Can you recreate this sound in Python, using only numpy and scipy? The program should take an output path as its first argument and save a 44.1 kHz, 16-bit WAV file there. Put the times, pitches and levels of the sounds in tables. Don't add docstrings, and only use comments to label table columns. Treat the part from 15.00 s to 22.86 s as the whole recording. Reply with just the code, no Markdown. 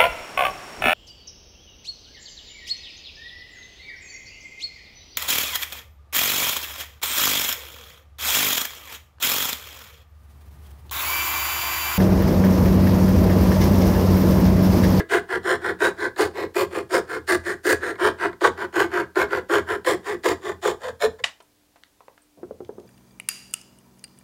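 import sys
import numpy as np
from scipy import signal
from scipy.fft import rfft, irfft
from scipy.io import wavfile

SR = 44100
rng = np.random.default_rng(int(sys.argv[2]) if len(sys.argv) > 2 else 0)


def master(y):
    cut = np.clip(np.atleast_2d(y).T, -1, 1)
    pcm = np.round(cut * 32767)
    wavfile.write(sys.argv[1], SR, pcm.astype(np.int16))


N = 346626
T = np.arange(N) / SR


def amp(db):
    return 10 ** (np.asarray(db) / 20)


def unit(x):
    return x / np.sqrt(np.mean(x ** 2) + 1e-20)


def peak(x, db):
    return x * amp(db) / np.abs(x).max()


def add(out, start_s, x):
    i = int(round(start_s * SR))
    x, i = x[max(-i, 0):], max(i, 0)
    out[i:i + len(x)] += x[:max(len(out) - i, 0)]


def along(curve, s):
    times, *columns = np.transpose(curve)
    return [np.interp(s, times, column) for column in columns]


def band(x, lo_hz, hi_hz, order=3):
    edges = [lo_hz, min(hi_hz, SR / 2 - 1000)]
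    return signal.sosfilt(signal.butter(order, edges, "band", fs=SR, output="sos"), x)


def resonate(x, hz, width_hz):
    return signal.lfilter(*signal.iirpeak(hz, hz / width_hz, fs=SR), x)


def ring(x, modes):
    total = 0
    for k, (hz, width, db) in enumerate(modes):
        total = total + (-1) ** k * amp(db) * resonate(x, hz, width)
    return total


def contact(t60, grit, length_s=.4):
    t = np.arange(int(length_s * SR)) / SR
    x = grit * rng.standard_normal(len(t)) * np.exp(-np.log(1000) * t / t60)
    x[0] += 1
    return x


# (frequency [Hz], relative spectral level [dB])
AIR_SPECTRUM = [(20, -14), (50, -0.5), (130, -6), (250, -4.5), (400, -7), (700, -8), (1200, -13.5),
                (4000, -15), (15500, -19)]
AIR_DB, HUM_DB = -64, -69


def air():
    hz, db = np.transpose(AIR_SPECTRUM)
    f = np.arange(N // 2 + 1) * SR / N
    shape = amp(np.interp(np.log(f + 1), np.log(hz), db))
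    hush = irfft(rfft(rng.standard_normal(N)) * shape, N)
    hum = resonate(resonate(rng.standard_normal(N), 296, 4.9), 296, 4.9)
    return amp(AIR_DB) * unit(hush) + amp(HUM_DB) * unit(hum)


ROOM_T60_S = .25


def room(x, gap_s=.004, treble=1.0):
    t = np.arange(SR // 2) / SR
    onset = np.clip(t / gap_s - 1, 0, 1)
    noise = rng.standard_normal(len(t)) * onset * np.exp(-np.log(1000) * t / ROOM_T60_S)
    response = band(noise, 120, 2200, order=2) + treble * band(noise, 2000, 7500, order=1)
    return signal.fftconvolve(x, unit(response) / np.sqrt(len(t)))[:N]


# (frequency [Hz], width [Hz], level [dB])
BENCH_MODES = [(48, 16, -15), (83, 6.9, 0), (121.8, 26, -8.5), (181.6, 11, -5), (253, 31, -5)]


def bench(sound, follow=0.66, hold_s=0.02):
    keep = np.exp(-1 / (hold_s * SR))
    envelope = signal.lfilter([1 - keep], [1, -keep], np.abs(sound))
    force = envelope ** follow
    return unit(band(ring(force * rng.standard_normal(N), BENCH_MODES), 40, 280, order=2))


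# (time [s], rms level [dB])
SCREW = [(7.365, -87), (7.375, -50.5), (7.41, -52.5), (7.6, -60), (7.86, -50.5)]
# (time [s], peak level [dB], ring [Hz], t60 [s])
KNOCKS = [(7.431, -24.5, 364, 0.064), (7.509, -23.5, 430, 0.02), (7.605, -25, 356.4, 0.062),
          (7.692, -23, 433, 0.027), (7.782, -27, 360, 0.037)]


def vise():
    grind = amp(np.interp(T, *np.transpose(SCREW), left=-200))
    out = grind * unit(band(rng.standard_normal(N), 90, 600))
    squeak_hz = np.interp(T, [7.6, 7.72, 7.86], [6450, 6100, 6250])
    flutter = unit(band(rng.standard_normal(N), 5, 70, order=1))
    squeak = flutter * np.sin(2 * np.pi * np.cumsum(squeak_hz) / SR)
    out += amp(-75.5) * squeak * np.interp(T, [7.58, 7.63], [0, 1])
    for s, db, hz, t60 in KNOCKS:
        blow = band(contact(t60=0.077, grit=.05), 170, 780)
        width_hz = np.log(1000) / np.pi / t60
        add(out, s, peak(resonate(blow, hz, width_hz) + 0.11 * blow, db))
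        clack = band(contact(t60=.04, grit=.4), 620, 1500, order=4)
        add(out, s, peak(clack, db - 17))
    return out


# (time [s], peak level [dB], centre [Hz], width of the first of two resonances [Hz], t60 of the crunch [s])
TAPS = [(6.403, -38.5, 970, 1490, 0.051), (6.425, -51, 9000, 4000, 0.038), (6.759, -41, 900, 1100, .06),
        (6.836, -33, 2300, 1100, .004), (7.006, -38.5, 774, 600, 0.032), (7.082, -32.5, 600, 600, 0.023),
        (7.178, -40.5, 980, 1090, 0.021), (7.219, -52, 8720, 900, 0.087), (7.648, -44.5, 2440, 2500, 0.019),
        (7.799, -47, 3530, 4950, 0.013)]


def taps():
    out = np.zeros(N)
    for s, db, hz, width, t60 in TAPS:
        tap = resonate(contact(t60, grit=0.67), hz, width)
        add(out, s, peak(resonate(tap, hz, 2 * width), db))
    return out


# (frequency [Hz], width [Hz], level [dB])
CRACK_MODES = [(685, 80, -4), (836, 80, -12), (1173, 92, -1), (1760, 110, -6), (2010, 136, 2),
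               (2560, 49, -4.5), (2620, 73.5, -2), (2940, 140, -3), (3174, 80, -3.5), (3820, 200, -4),
               (4240, 180, -11.5), (5110, 460, -12.5), (6230, 230, -18.5), (7170, 210, -13.5),
               (8570, 600, -25), (12000, 3000, -41)]
CRACK_S, CRACK_DB = 6.2385, -4.5


def crack():
    out = np.zeros(N)
    snap = contact(t60=0.022, grit=0.131)
    add(snap, .0022, 2.9 * contact(t60=0.013, grit=0.31))
    add(out, CRACK_S, peak(band(ring(snap, CRACK_MODES), 410, 16000, order=2), CRACK_DB))
    shiver = band(band(contact(t60=.16, grit=3), 500, 3600, order=1), 600, 9000, order=3)
    add(out, CRACK_S + .002, peak(shiver, -20))
    return out


def teeth(speed, rate_hz, jitter, scatter_db, tear_s, chatter_hz, chatter_db):
    passed = np.cumsum(speed) * rate_hz / SR
    chance = rng.standard_normal((400, 2))
    at = np.searchsorted(passed, np.cumsum(np.exp(jitter * chance[:, 0])))
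    inside = at < len(speed)
    plucks = np.zeros(len(speed))
    plucks[at[inside]] = amp(scatter_db * chance[inside, 1])
    chatter = unit(band(rng.standard_normal(len(speed)), chatter_hz / 2, chatter_hz * 2, order=2))
    plucks *= amp(chatter_db * chatter)
    tearing = signal.lfilter([1], [1, -np.exp(-1 / (tear_s * SR))], plucks)
    return unit(plucks), unit(tearing * rng.standard_normal(len(speed)))


# (frequency [Hz], width [Hz], level [dB])
SAW_MODES = [(311.5, 28, -1.5), (363.2, 42.8, 2.5), (430.6, 65, -4.5), (511, 51, -8), (688.4, 60, -10),
             (841, 69, -13), (983, 91, -10.5), (1083, 88, -11), (1191, 83, -9.5), (1400, 123, -8.5),
             (1569, 78, -5), (1720, 96.6, -6), (1955, 95, -8.5), (2152, 37, -10), (2393, 160, -20.5),
             (3020, 250, -25.5), (3587, 340, -25.5), (4025, 260, -23), (4374, 240, -24), (5060, 250, -31),
             (6510, 240, -37), (6970, 250, -33), (7850, 76, -36), (8120, 170, -40.5), (9090, 390, -38.5),
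             (9660, 68, -39), (12100, 1500, -41.5), (14000, 300, -50)]
# (time [s], length [s], extra board drive [dB], extra rasp drive [dB])
SNAGS = [(2.826, .006, 9, 7.5), (2.976, .035, 5.5, 8.5), (3.251, .0064, 7.5, 7), (3.446, .014, 2.5, 12),
         (4.328, .007, 6, 5)]
# (length [s], extra board drive [dB], extra rasp drive [dB])
HARD_GRAIN = (.002, 1.5, 4)
# (time [s], level [dB], strongest ring [Hz])
RASP = [(0, 1.5, 1680), (.5, 1.5, 1560), (1.03, 2.5, 1600), (1.22, -7, 1650), (1.55, -7.5, 2350),
        (1.77, -7.5, 2400), (1.93, -3, 1400), (2.13, 1, 1420), (2.3, 2, 1750), (2.85, 3, 1620),
        (3.07, 0, 1430), (4.73, 0, 1500), (4.9, -4, 1890), (5.3, -5, 1910), (5.66, -9, 1660),
        (6.1, -6, 1750)]
# (time [s], level [dB], strongest ring of the hiss [Hz], strongest ring of the sizzle [Hz])
TREBLE = [(.5, -1, 3300, 9100), (1.2, .5, 4400, 9400), (1.4, -2.5, 4100, 13200), (1.6, 2, 2500, 13100),
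          (1.78, 1, 2400, 9000), (1.95, 1.5, 4800, 8800), (2.3, 5.5, 4400, 8700), (2.75, 7.5, 4600, 8600),
          (3.08, -2.5, 3000, 8750), (3.45, -4, 3000, 8700), (3.65, -1.5, 3000, 12900),
          (4.2, -4, 2600, 12800), (4.6, -1.5, 3050, 12600), (4.88, 3, 3350, 7250), (6.05, -.5, 3600, 7150)]
HISS_SHARE = .13
# (time [s], lowest ring [Hz], level [dB], level of the overtones [dB], mean strongest overtone [Hz])
BOARD = [(.15, 262, 0, 0, 690), (.55, 265, -1, -1, 1020), (1.05, 265, -1, 0, 1020),
         (1.25, 275, .5, -.5, 640), (1.65, 292, 0, -1, 1170), (2.35, 292, 0, -1, 1170),
         (2.7, 245, .5, -5.5, 1170), (3.07, 292, 0, 1.5, 1100), (3.47, 292, -2.5, 5, 680),
         (3.75, 292, 0, .5, 1100), (5.55, 292, 0, .5, 1050), (5.85, 440, -1, 0, 640),
         (6.03, 440, 2, -2, 640)]
WOOD_SPREAD = .04
TOOTH_HZ, TOOTH_SPREAD = 472, .08


def stroke(start, fastest, stop, level_db, mix_db, catch):
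    t = start + np.arange(int(.32 * SR)) / SR
    rasp_db, rasp_hz = along(RASP, fastest)
    treble_db, hiss_hz, sizzle_hz = along(TREBLE, fastest)
    lowest_hz, board_db, wood_db, wood_hz = along(BOARD, fastest)
    tooth_hz = TOOTH_HZ * np.exp(TOOTH_SPREAD * rng.standard_normal())
    wood_hz *= np.exp(WOOD_SPREAD * rng.standard_normal())
    speed = np.sin(np.interp(t, [start, fastest, stop], [0, np.pi / 2, np.pi])).clip(0)
    plucks, fibres = teeth(speed ** .6, tooth_hz, jitter=.15, scatter_db=2.8, tear_s=0.0019,
                           chatter_hz=131, chatter_db=2.0)
    hard_spots = [(s, *HARD_GRAIN) for s in rng.uniform(start, stop, size=3)]
    when, length, heavy_db, sharp_db = np.transpose([catch, *SNAGS, *hard_spots])
    caught = np.exp(-((t[:, None] - when) / length) ** 2)
    depth = speed ** 1.85
    ease = amp(np.interp((t - start) / (stop - start), [.64, .84], [0, -11]))
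    force = depth * ease + 0.0087 * np.exp(-np.maximum(t - stop, 0) / .06)
    heavy = (plucks + 0.45 * fibres) * force ** .98 * amp(caught @ heavy_db)
    sharp = (plucks + 0.66 * fibres) * force * amp(caught @ sharp_db)
    rustle = .25 * plucks + fibres + .45 * rng.standard_normal(len(t))
    fine = rustle * force ** 0.91 * amp(.15 * caught @ sharp_db)
    shifts = rng.standard_normal((len(SAW_MODES), 2))
    modes = [(hz * (1 + 0.015 * a), width, db + 1.4 * b)
             for (hz, width, db), (a, b) in zip(SAW_MODES, shifts)]
    low, mid = ring(heavy, modes), ring(sharp, modes)
    direct = band(np.roll(fine, 23), 1700, 9500, order=1)
    high = ring(fine, modes) + amp(-35.5) * direct
    board = band(low + 0.15 * resonate(low * speed ** 6, tooth_hz, 66), lowest_hz, 608, order=5)
    wood = band(mid + 0.55 * resonate(mid, wood_hz, 140), 609, 1211, order=4)
    rasp = band(mid + 5.3 * resonate(mid, rasp_hz, 350), 1254, 2600, order=4)
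    hiss = band(high + 1.1 * resonate(high, hiss_hz, 450), 2270, 6700, order=4)
    sizzle = band(high + 1.0 * resonate(high, sizzle_hz, 800), 5800, 19000, order=4)
    changes_db = [board_db, wood_db, rasp_db, HISS_SHARE * treble_db, treble_db]
    gains = amp(level_db + np.array(mix_db) + changes_db)
    parts = zip((board, wood, rasp, hiss, sizzle), gains)
    return sum(unit(x) * gain for x, gain in parts) * np.sqrt((stop - start) * SR / len(t))


# (start [s], teeth bite [s], fastest [s], stop [s], level before the mix [dB], bite [dB])
PUSHES = [(.078, .134, .143, .229, -24, 3), (.413, .452, .512, .6, -25.5, 6),
          (.78, .816, .851, .937, -23.5, 11), (1.157, 1.196, 1.205, 1.312, -23, 9),
          (1.531, 1.563, 1.59, 1.685, -24, 9), (1.885, 1.936, 1.952, 2.036, -23.5, 5),
          (2.259, 2.295, 2.305, 2.407, -24, 6), (2.624, 2.651, 2.695, 2.787, -23.5, 9),
          (2.967, 3.012, 3.07, 3.137, -23.5, 4), (3.394, 3.411, 3.451, 3.524, -21, 16),
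          (3.714, 3.76, 3.815, 3.887, -23.5, 4), (4.139, 4.164, 4.199, 4.283, -23.5, 14),
          (4.477, 4.497, 4.537, 4.641, -23.5, 13), (4.837, 4.87, 4.883, 4.99, -23.5, 8),
          (5.221, 5.253, 5.269, 5.381, -24, 11), (5.607, 5.651, 5.659, 5.766, -25, 13),
          (5.986, 6.033, 6.036, 6.102, -23.5, 7)]
# (start [s], stop [s], level before the mix [dB])
RETURNS = [(-.09, .05, -28), (.262, .422, -30), (.592, .775, -30.5), (.955, 1.128, -31),
           (1.318, 1.502, -31.5), (1.684, 1.862, -31), (2.058, 2.227, -34.5), (2.418, 2.585, -32.5),
           (2.784, 2.972, -33), (3.162, 3.33, -28.5), (3.55, 3.7, -33.5), (3.888, 4.072, -28),
           (4.268, 4.447, -29.5), (4.65, 4.808, -30), (5.02, 5.193, -31.5), (5.398, 5.569, -32.5),
           (5.78, 5.955, -34), (6.18, 6.215, -45)]
# (board [dB], wood overtones [dB], blade rasp [dB], hiss [dB], sizzle [dB])
PUSH_MIX = (0, -5.5, -3, -12.3, -19)
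RETURN_MIX = (0, -6, -1.5, -14.2, -22.5)
# (length [s], extra board drive [dB], extra rasp drive [dB])
JUDDER = (.014, 4.5, 0)
# (time [s], peak level [dB])
TURNS = [(1.161, -26), (1.545, -28), (1.905, -28.5), (2.955, -34), (3.329, -30), (3.408, -23.5),
         (4.156, -19.5), (4.846, -22.5), (5.235, -26.5), (5.626, -32)]
RETURN_FASTEST, JUDDER_AT = .45, .65
BITE_S, BITE_RASP_SHARE = .005, .65


def saw():
    out = np.zeros(N)
    for start, bite, fastest, stop, db, bite_db in PUSHES:
        catch = (bite, BITE_S, bite_db, BITE_RASP_SHARE * bite_db)
        add(out, start, stroke(start, fastest, stop, db, PUSH_MIX, catch))
    for start, stop, db in RETURNS:
        fastest, judder = start + (stop - start) * np.array([RETURN_FASTEST, JUDDER_AT])
        add(out, start, stroke(start, fastest, stop, db, RETURN_MIX, (judder, *JUDDER)))
    for s, db in TURNS:
        click = ring(contact(t60=0.024, grit=0.32), SAW_MODES)
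        add(out, s, peak(band(click, 320, 15000), db))
    return out


def scene():
    sawing, snap, tapping, cranking = saw(), crack(), taps(), vise()
    rumble = amp(-46) * bench(sawing) + amp(-68.5) * bench(cranking)
    echoes = room(amp(-17) * (sawing + snap) + amp(-13) * tapping + amp(-17.5) * cranking)
    return (sawing + snap + tapping + cranking + rumble + echoes + air())[None]


TOP_HZ = 15800


def record(dry):
    low_pass = signal.ellip(10, .2, 80, TOP_HZ, fs=SR, output="sos")
    return signal.sosfilt(low_pass, np.clip(dry, -1, 1))


dry = scene()
out = record(dry)
master(out)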